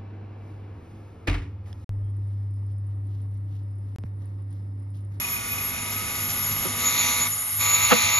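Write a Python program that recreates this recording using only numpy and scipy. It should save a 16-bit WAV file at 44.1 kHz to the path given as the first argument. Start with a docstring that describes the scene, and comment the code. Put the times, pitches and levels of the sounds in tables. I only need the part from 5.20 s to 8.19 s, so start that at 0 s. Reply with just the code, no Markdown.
"""Concrete vibrator in a column form

Open building site, two microphone ports a few metres from a high-speed poker. Its rotor orbits about
five times per shaft turn: a buzz of split harmonics, rattle and slap of steel and shuttering, bursts of
squeal and a thin whine. It eases briefly, then bites harder. An engine drones behind, and the timber
takes two knocks."""
import sys
import numpy as np
from scipy import signal
from scipy.fft import rfft, irfft
from scipy.io import wavfile

SR = 44100
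rng = np.random.default_rng(int(sys.argv[2]) if len(sys.argv) > 2 else 0)


def unload_audio(sound):
    """Save the sound as a 16-bit wav file, at the path given as the first command line argument."""
    columns = np.transpose(np.atleast_2d(sound))
    # keep every value between -1 and 1, then stretch to whole-number steps
    steps = np.round(np.clip(columns, -1, 1) * 32767)
    wavfile.write(sys.argv[1], SR, steps.astype(np.int16))


N = 131859

# Low-mid rush of the site: spectrum (f/Hz, level/dB) and loudness (t/s, level/dB)
RUSH_SPECTRUM = [(110, -3.5), (160, 0), (250, 4.5), (310, -5.5), (400, -4), (490, -9), (560, -9),
                 (700, -7.5), (1000, -96)]
RUSH_LEVEL = [(0, -46), (1.3, -43), (2.04, -44.5), (2.15, -62), (2.39, -63), (2.44, -56), (2.63, -50.5),
              (2.99, -49.5)]
# Engine in the background: harmonics (multiple, level/dB) and rumble (f/Hz, level/dB)
ENGINE_HARMONICS = [(2, -42.5), (3, -50.5), (4, -57)]
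RUMBLE_SPECTRUM = [(20, -32), (45, -3), (70, 14), (100, 16.5), (130, 6.5), (180, -37), (300, -67)]

# Knocks on the shuttering (t/s, level/dB, gain of the crack, pitch factor of the timber)
KNOCKS = [(1.449, -21, 0.33, .78), (2.717, -5.5, 0.61, 0.99)]
# Modes of the timber, the contact and the hollow form (f/Hz, t60/s, level/dB, delay/s)
TIMBER_MODES = [(205, .07, -3, .002), (232, .25, -18, .01), (485, .08, 1, .003), (680, .08, -4, .001)]
CRACK_MODES = [(900, .04, 5, -.005), (1310, .055, 7.5, -.002)]
BOOM_MODES = [(255, .13, -4, -.004)]
# Splintery crunch around a knock (f/Hz, level/dB)
CRUNCH_SPECTRUM = [(200, -11), (700, 5), (1500, 2.5), (2800, 3), (4500, -5), (7000, -62)]

# Whine of the drive: pitch, which sets the rotor's speed (t/s, f/Hz), and loudness (t/s, level/dB)
WHINE_PITCH = [(0, 11360), (.3, 11455), (.67, 11550), (.84, 11525), (1.04, 11600), (1.36, 11520),
               (1.7, 11565), (2.0, 11598), (2.3, 11600), (2.45, 11655), (2.7, 11662), (2.99, 11642)]
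WHINE_LEVEL = [(0.0, -30), (0.06, -42), (0.12, -30), (0.24, -45.5), (0.33, -32.5), (0.38, -43), (0.45, -30),
               (0.59, -47), (0.77, -34), (0.82, -44), (1.04, -31.5), (1.41, -32), (1.51, -41), (1.63, -32),
               (2.29, -36.5), (2.36, -31.5), (2.86, -38), (2.99, -33.5)]
# Drive hiss, central and in opposite phase at the ports (f/Hz, level/dB); its loudness (t/s, level/dB)
HISS_SPECTRUM = [(8700, -62), (9200, -8), (9700, 3), (10500, 3.5), (11100, 6), (11500, -4), (11800, -18)]
WIDE_HISS_SPECTRUM = [(7000, -29.5), (7700, 0), (8500, 11), (9200, -5), (10000, 8), (10400, -10),
                      (11000, -41)]
HISS_LEVEL = [(0, -39), (.7, -37.5), (1.1, -36.5), (1.5, -36), (1.85, -33.5), (2.3, -32.5), (2.65, -33),
              (2.99, -36.5)]

# Poker scraping the bars: surges (t/s, length/s, level/dB) and spectrum (f/Hz, level/dB)
SCRAPES = [(.73, 0.029, -36.5), (0.977, 0.09, -43), (1.106, 0.028, -33.5), (1.32, 0.019, -34),
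           (1.495, 0.033, -41), (2.13, 0.017, -49)]
SCRAPE_SPECTRUM = [(1500, -3), (3500, -1.5), (5200, -2), (6500, 3), (7200, 8), (8000, -32)]
# Steel squealing on steel: bursts (t/s, length/s, level/dB) and resonance (f/Hz, level/dB)
SQUEALS = [(1.251, 0.029, -31), (1.674, 0.036, -21.5), (1.798, 0.026, -22.5), (1.94, 0.05, -31),
           (2.027, 0.029, -22.5), (2.133, 0.023, -28), (2.186, 0.013, -32), (2.216, 0.018, -34.5),
           (2.5, 0.13, -24.5), (2.545, 0.021, -16.5), (2.645, 0.027, -20), (2.858, 0.012, -38),
           (2.961, 0.053, -22.5)]
SQUEAL_RESONANCE = [(6300, -53), (6600, -29), (6740, 25), (6840, 21), (6940, -14), (7100, -38), (7500, -94)]
# How hard the poker bears on the form (t/s, rattle level/dB, buzz and slap level/dB)
CONTACT = [(0, -39.5, -48), (.3, -40.5, -44), (.9, -38.5, -42), (1.1, -37.5, -45.5), (1.25, -37, -43.5),
           (1.57, -36.5, -42), (1.65, -31.5, -35.5), (1.85, -27.5, -35.5), (2.07, -34, -34.5),
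           (2.09, -41, -46), (2.385, -41, -48.5), (2.41, -31.5, -34), (2.58, -29, -33),
           (2.75, -25.5, -33.5), (2.99, -27.5, -32.5)]
# Partials of the slapping form (orbit multiple, shaft sideband, rise/s, level/dB, lag/turns)
SLAP_PARTIALS = [(4, 0, .0015, -8, .55), (7, 1, .0012, 0, 0), (12, 1, .001, -6, .1)]
# Spectra of the bare strikes and of the rattle, free and pressed to the form (f/Hz, level/dB)
STRIKE_SPECTRUM = [(1200, 1.6), (1900, 15), (4000, 7.5), (7000, 24.1)]
FREE_SPECTRUM = [(350, -12), (600, -13), (715, -7), (834, -2), (905, -8), (963, 0.5), (993, -4.5),
                 (1020, -11), (1080, -18), (1110, -5.5), (1230, 4), (1300, 1), (1340, -15), (1470, -1),
                 (1660, -9.5), (2000, 0), (2430, -11.5), (2780, -2.5), (2980, -4), (5090, -9), (6380, -6.5),
                 (6580, -10), (7000, -4.5), (9100, -76.5), (15400, -120)]
PRESSED_SPECTRUM = [(350, -27), (600, -3.5), (650, -13.5), (804, -18), (837, 5), (908, -17), (964, -3),
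                    (1000, 0), (1060, -43), (1120, 3), (1180, 5), (1320, 2.5), (1400, -40), (1660, -29),
                    (1710, -4.5), (2230, 4), (2440, 3.5), (2540, -1), (2740, 5), (2870, -10.5), (3690, 7),
                    (4400, 3.5), (5210, -16.5), (5820, -6), (6310, -8.5), (6700, 3), (8710, -84),
                    (14700, -120)]
# Partials of the buzz (orbit multiple, shaft sideband, level/dB, change at full bite/dB)
BUZZ_PARTIALS = [(1, -1, -10, -14), (2, -2, -14, -6), (2, 1, -15, -3), (3, -1, -17, 3), (3, 1, -9, 1),
                 (4, -1, -4.5, 2), (4, 0, -13, 2), (4, 1, -7, 0), (5, -1, -11, -10), (5, 1, -22, 3),
                 (6, -1, -13, -10), (7, -2, -17, 2), (7, -1, -13, -10), (8, -1, -18, 7), (8, 1, -22, 7),
                 (9, -1, -15, 10), (10, -1, -26, 13), (12, -1, -13, 2)]

# Microphone ports: side against mid (f/Hz, level/dB) and lean to the left (f/Hz, share)
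PORT_SIDE = [(110, -22), (160, -17), (210, -4), (290, -34), (350, -14), (480, -9.5), (650, -8), (960, -3.5),
             (1100, -5), (1300, -29), (1530, 6.5), (1750, 0), (2000, -13), (2220, -5), (2440, 9.5),
             (2650, -2), (3200, -3.5), (4300, -11.5), (5400, 1), (6400, -9.5), (7000, -43), (11600, -9.5)]
PORT_LEAN = [(150, 0), (320, 0.021), (650, -0.16), (1100, -0.041), (2200, -0.031), (2480, -0.55),
             (2700, 0.015), (4600, -0.11), (5400, -0.74), (6200, -0.043), (11000, -0.0054)]


def undb(db):
    """Decibels to gain."""
    return 10 ** (np.asarray(db) / 20)


def unit(x):
    """Scale to rms 1."""
    return x / np.sqrt(np.mean(x ** 2))


def clock():
    """Time of every sample in seconds."""
    return np.arange(N) / SR


def curve(table, column=1):
    """One column of a table, joined by straight lines in time."""
    rows = np.array(table, float)
    return np.interp(clock(), rows[:, 0], rows[:, column])


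def across(points):
    """Spread (f/Hz, value) points over all bins along a log frequency axis."""
    rows = np.array(points, float)
    return np.interp(np.log(np.arange(N // 2 + 1) * SR / N + 1), np.log(rows[:, 0]), rows[:, 1])


def colour(x, spectrum):
    """Filter by (f/Hz, level/dB) points and scale to rms 1."""
    return unit(irfft(rfft(x) * undb(across(spectrum)), N))


def noise(spectrum):
    """Coloured noise at rms 1."""
    return colour(rng.standard_normal(N), spectrum)


def walk(rate_hz):
    """Smooth random wander at rms 1, with a bandwidth of about rate_hz."""
    hz = np.arange(N // 2 + 1) * SR / N
    lowpass = np.exp(-.5 * (hz / rate_hz) ** 2) * (hz > 0)
    return unit(irfft(rfft(rng.standard_normal(N)) * lowpass, N))


def angle(hz):
    """Running phase of a changing frequency."""
    return 2 * np.pi * np.cumsum(hz) / SR


def swell(at, length):
    """A bell-shaped envelope centred on a moment."""
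    return np.exp(-2 * ((clock() - at) / length) ** 2)


def ring(modes, at, rise_s, rough_hz):
    """Damped modes that build up and waver under a scraping blow."""
    out = 0
    for hz, t60, db, delay in modes:
        age = np.maximum(clock() - at - delay, 0)
        envelope = (1 - np.exp(-age / rise_s)) * np.exp(-np.log(1000) * age / t60)
        out += undb(db) * envelope * np.sin(angle(hz + rough_hz * walk(137)))
    return out


def site_rush():
    """Low-mid air of the open site, sinking away while the poker eases."""
    return noise(RUSH_SPECTRUM) * undb(curve(RUSH_LEVEL) + .88 * walk(30))


def engine(shaft_hz=51.1, rumble_db=-44.5, dip_db=-10):
    """An unsteady drone over rumble, behind the form; it dips briefly while the poker eases."""
    shaft = angle(shaft_hz * (1 + .0094 * walk(5.5)))
    drone = 0
    for k, db in ENGINE_HARMONICS:
        drone += undb(db + 2 * walk(3.1)) * unit(np.sin(k * shaft + rng.uniform(0, 2 * np.pi)))
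    rumble = noise(RUMBLE_SPECTRUM) * undb(rumble_db)
    return (drone + rumble) * undb(dip_db * swell(at=2.25, length=.15))


def knocks(crunch_db=-8.5, crunch_lag_s=.0049):
    """Blows on the shuttering: a crack and crunch of contact, then the hollow timber."""
    crunch = noise(CRUNCH_SPECTRUM) * undb(crunch_db)
    out = 0
    for at, db, crack_gain, pitch in KNOCKS:
        crack = ring(CRACK_MODES, at, rise_s=.0075, rough_hz=77.8)
        crack += crunch * swell(at + crunch_lag_s, length=.024)
        modes = [(hz * pitch, t60, mode_db, delay) for hz, t60, mode_db, delay in TIMBER_MODES]
        timber = ring(modes, at, rise_s=.009, rough_hz=18)
        out += undb(db) * (timber + crack_gain * crack)
    return out


def form_boom():
    """The hollow form answers each knock, reaching the two ports in opposite phase."""
    boom = sum(undb(db) * ring(BOOM_MODES, at, rise_s=.006, rough_hz=18) for at, db, _, _ in KNOCKS)
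    return np.array([boom, -boom])


def drive_hiss(spectrum):
    """High, gently wavering hiss of the drive."""
    return noise(spectrum) * undb(curve(HISS_LEVEL) + 1.18 * walk(9))


def drive_whine(whine_hz, trim_db=1.5, flutter_db=2, octave_db=-47.5, octave_fade_s=.87):
    """The drive's thin, fluttering whine, with a lower octave that fades away."""
    phase = angle(whine_hz + 4 * walk(60))
    whine = unit(np.sin(phase)) * undb(curve(WHINE_LEVEL) + trim_db + flutter_db * walk(62))
    octave = unit(np.sin(phase / 2)) * undb(octave_db) * np.exp(-clock() / octave_fade_s)
    return whine + octave


def clamp(hz=2461.5, width_hz=56, db=-42, fade_s=.95):
    """A loose steel clamp, shaken at random, rings in one narrow resonance and fades."""
    resonance = unit(walk(width_hz) * np.sin(2 * np.pi * hz * clock()))
    return resonance * undb(db) * np.exp(-clock() / fade_s)


def bar(hz=6014, db=-37):
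    """A steel bar rings along for a moment."""
    envelope = undb(db + 2 * walk(26)) * swell(at=1.88, length=.17)
    return envelope * unit(np.sin(angle(hz + 9 * walk(26))))


def scrapes(orbit):
    """The poker scrapes along the bars in short surges, chopped by the orbit."""
    envelope = sum(undb(db) * swell(at, length) for at, length, db in SCRAPES)
    chopped = rng.standard_normal(N) * (1 + np.cos(orbit) / 2)
    return envelope * colour(chopped, SCRAPE_SPECTRUM)


def squeal(whine_hz, turn, pitch_ratio=.5882, width_hz=7, bed_db=-8, throb=.15):
    """Steel on steel sings softly all along and loudly in bursts, throbbing with the shaft."""
    bed = undb(curve(CONTACT) + bed_db + 1.5 * walk(7.3))
    burst_power = sum((undb(db) * swell(at, length)) ** 2 for at, length, db in SQUEALS)
    phase = angle(whine_hz * pitch_ratio + width_hz * walk(73))
    tone = unit(np.sin(phase) * (1 + throb * np.cos(turn)))
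    grit = bed * noise(SQUEAL_RESONANCE)
    return np.sqrt(bed ** 2 + burst_power) * tone + grit


def slaps(orbit, turn, rebound_db=-4, rough_rad=.45):
    """The form slaps once per shaft turn and rebounds half a turn later, ringing briefly each time."""
    turn_s = 2 * np.pi / np.gradient(turn) / SR
    out = 0
    for k, sideband, rise_s, db, lag in SLAP_PARTIALS:
        partial = 0
        for offset, hit_db in ((0, 0), (.5, rebound_db)):
            age = (turn / (2 * np.pi) - lag - offset) % 1 * turn_s
            envelope = undb(hit_db) * (age / rise_s) ** 2 * np.exp(-age / rise_s)
            partial += envelope * np.sin(k * orbit + sideband * turn + rough_rad * walk(47))
        out += undb(db) * unit(partial)
    return out * undb(curve(CONTACT, column=2))


def strikes(orbit, turn, scatter=.2, ring_s=.015):
    """One steel-on-steel strike per orbit, its direction swinging with the shaft."""
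    offset_samples = (orbit % (2 * np.pi) - np.pi) / np.gradient(orbit)
    clicks = np.sinc(offset_samples / 2) * np.exp(-(offset_samples / 10) ** 2)
    force = np.cos(turn) + .66 * np.cos(2 * turn) + .23 + scatter * walk(160)
    body = rng.standard_normal(N) * np.exp(-clock() / ring_s)
    allpass = np.exp(1j * np.angle(rfft(body)))  # smears every click into the same short ring
    return colour(irfft(rfft(clicks * force) * allpass, N), STRIKE_SPECTRUM)


def rattle(orbit, turn, free_db=-35, pressed_db=.5, pressed_from_db=-36.5):
    """Strikes and a spurt of grit at every orbit; harder contact wakes the form."""
    spurts = np.exp(.11 * np.cos(orbit) + .083 * np.cos(2 * turn))
    contact_db = curve(CONTACT)
    hits = strikes(orbit, turn)

    def voice(spectrum, strike_share):
        """Strikes and grit in one colour, mixed by power."""
        grit = colour(spurts * rng.standard_normal(N), spectrum)
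        return np.sqrt(strike_share) * colour(hits, spectrum) + np.sqrt(1 - strike_share) * grit

    free_gain = undb(free_db + np.minimum(contact_db - pressed_from_db, 0))
    free = voice(FREE_SPECTRUM, strike_share=.3) * free_gain
    excess_power = np.maximum(undb(contact_db) ** 2 - undb(pressed_from_db) ** 2, 0)
    pressed = voice(PRESSED_SPECTRUM, strike_share=.6) * np.sqrt(excess_power) * undb(pressed_db)
    return (free + pressed) * undb(.6 * walk(20))


def buzz(orbit, turn, bite_from_db=-36, bite_full_db=-32, wander_db=1.8, trim_db=1.5):
    """Harmonics of the orbit, split by the turning shaft; a hard bite brings out the upper ones."""
    level_db = curve(CONTACT, column=2)
    bite = np.clip((level_db - bite_from_db) / (bite_full_db - bite_from_db), 0, 1)
    out = 0
    for k, sideband, db, bite_db in BUZZ_PARTIALS:
        phase = k * orbit + sideband * turn + rng.uniform(0, 2 * np.pi) + .15 * walk(6.3)
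        out += undb(db + bite_db * bite + wander_db * walk(3)) * np.sin(phase)
    return unit(out) * undb(level_db + trim_db)


def microphone(mid, echo_decay_s=.083, diffuse_db=-10):
    """Two ports hear the site with phase and level differences, scattered echoes and wide hiss."""
    side_db = across(PORT_SIDE)
    echoes = rng.standard_normal(N) * np.exp(-clock() / echo_decay_s)
    scatter = undb(diffuse_db + side_db / 2) * rfft(echoes) / np.linalg.norm(echoes)
    direct = 1j * undb(side_db) + across(PORT_LEAN)
    side = irfft(rfft(mid) * (direct + scatter), N) + drive_hiss(WIDE_HISS_SPECTRUM)
    return np.array([mid + side, mid - side])


def scene(whine_per_orbit=38.14, orbits_per_turn=5.21, speed_jitter=.0007):
    """The poker and its form a few metres from the microphone, the engine and the site behind."""
    whine_hz = curve(WHINE_PITCH)
    orbit = angle(whine_hz / whine_per_orbit * (1 + speed_jitter * walk(24)))  # rotor phase
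    turn = orbit / orbits_per_turn  # shaft phase
    form = buzz(orbit, turn) + rattle(orbit, turn) + slaps(orbit, turn)
    steel = squeal(whine_hz, turn) + bar() + scrapes(orbit) + clamp()
    drive = drive_whine(whine_hz) + drive_hiss(HISS_SPECTRUM)
    background = engine() + site_rush()
    return microphone(form + steel + drive + background + knocks()) + form_boom()


def record(dry, top_hz=11950):
    """The recorder cuts the top with a steep low-pass."""
    return signal.sosfilt(signal.ellip(12, .1, 90, top_hz, fs=SR, output="sos"), dry)


dry = scene()
out = record(dry)
unload_audio(out)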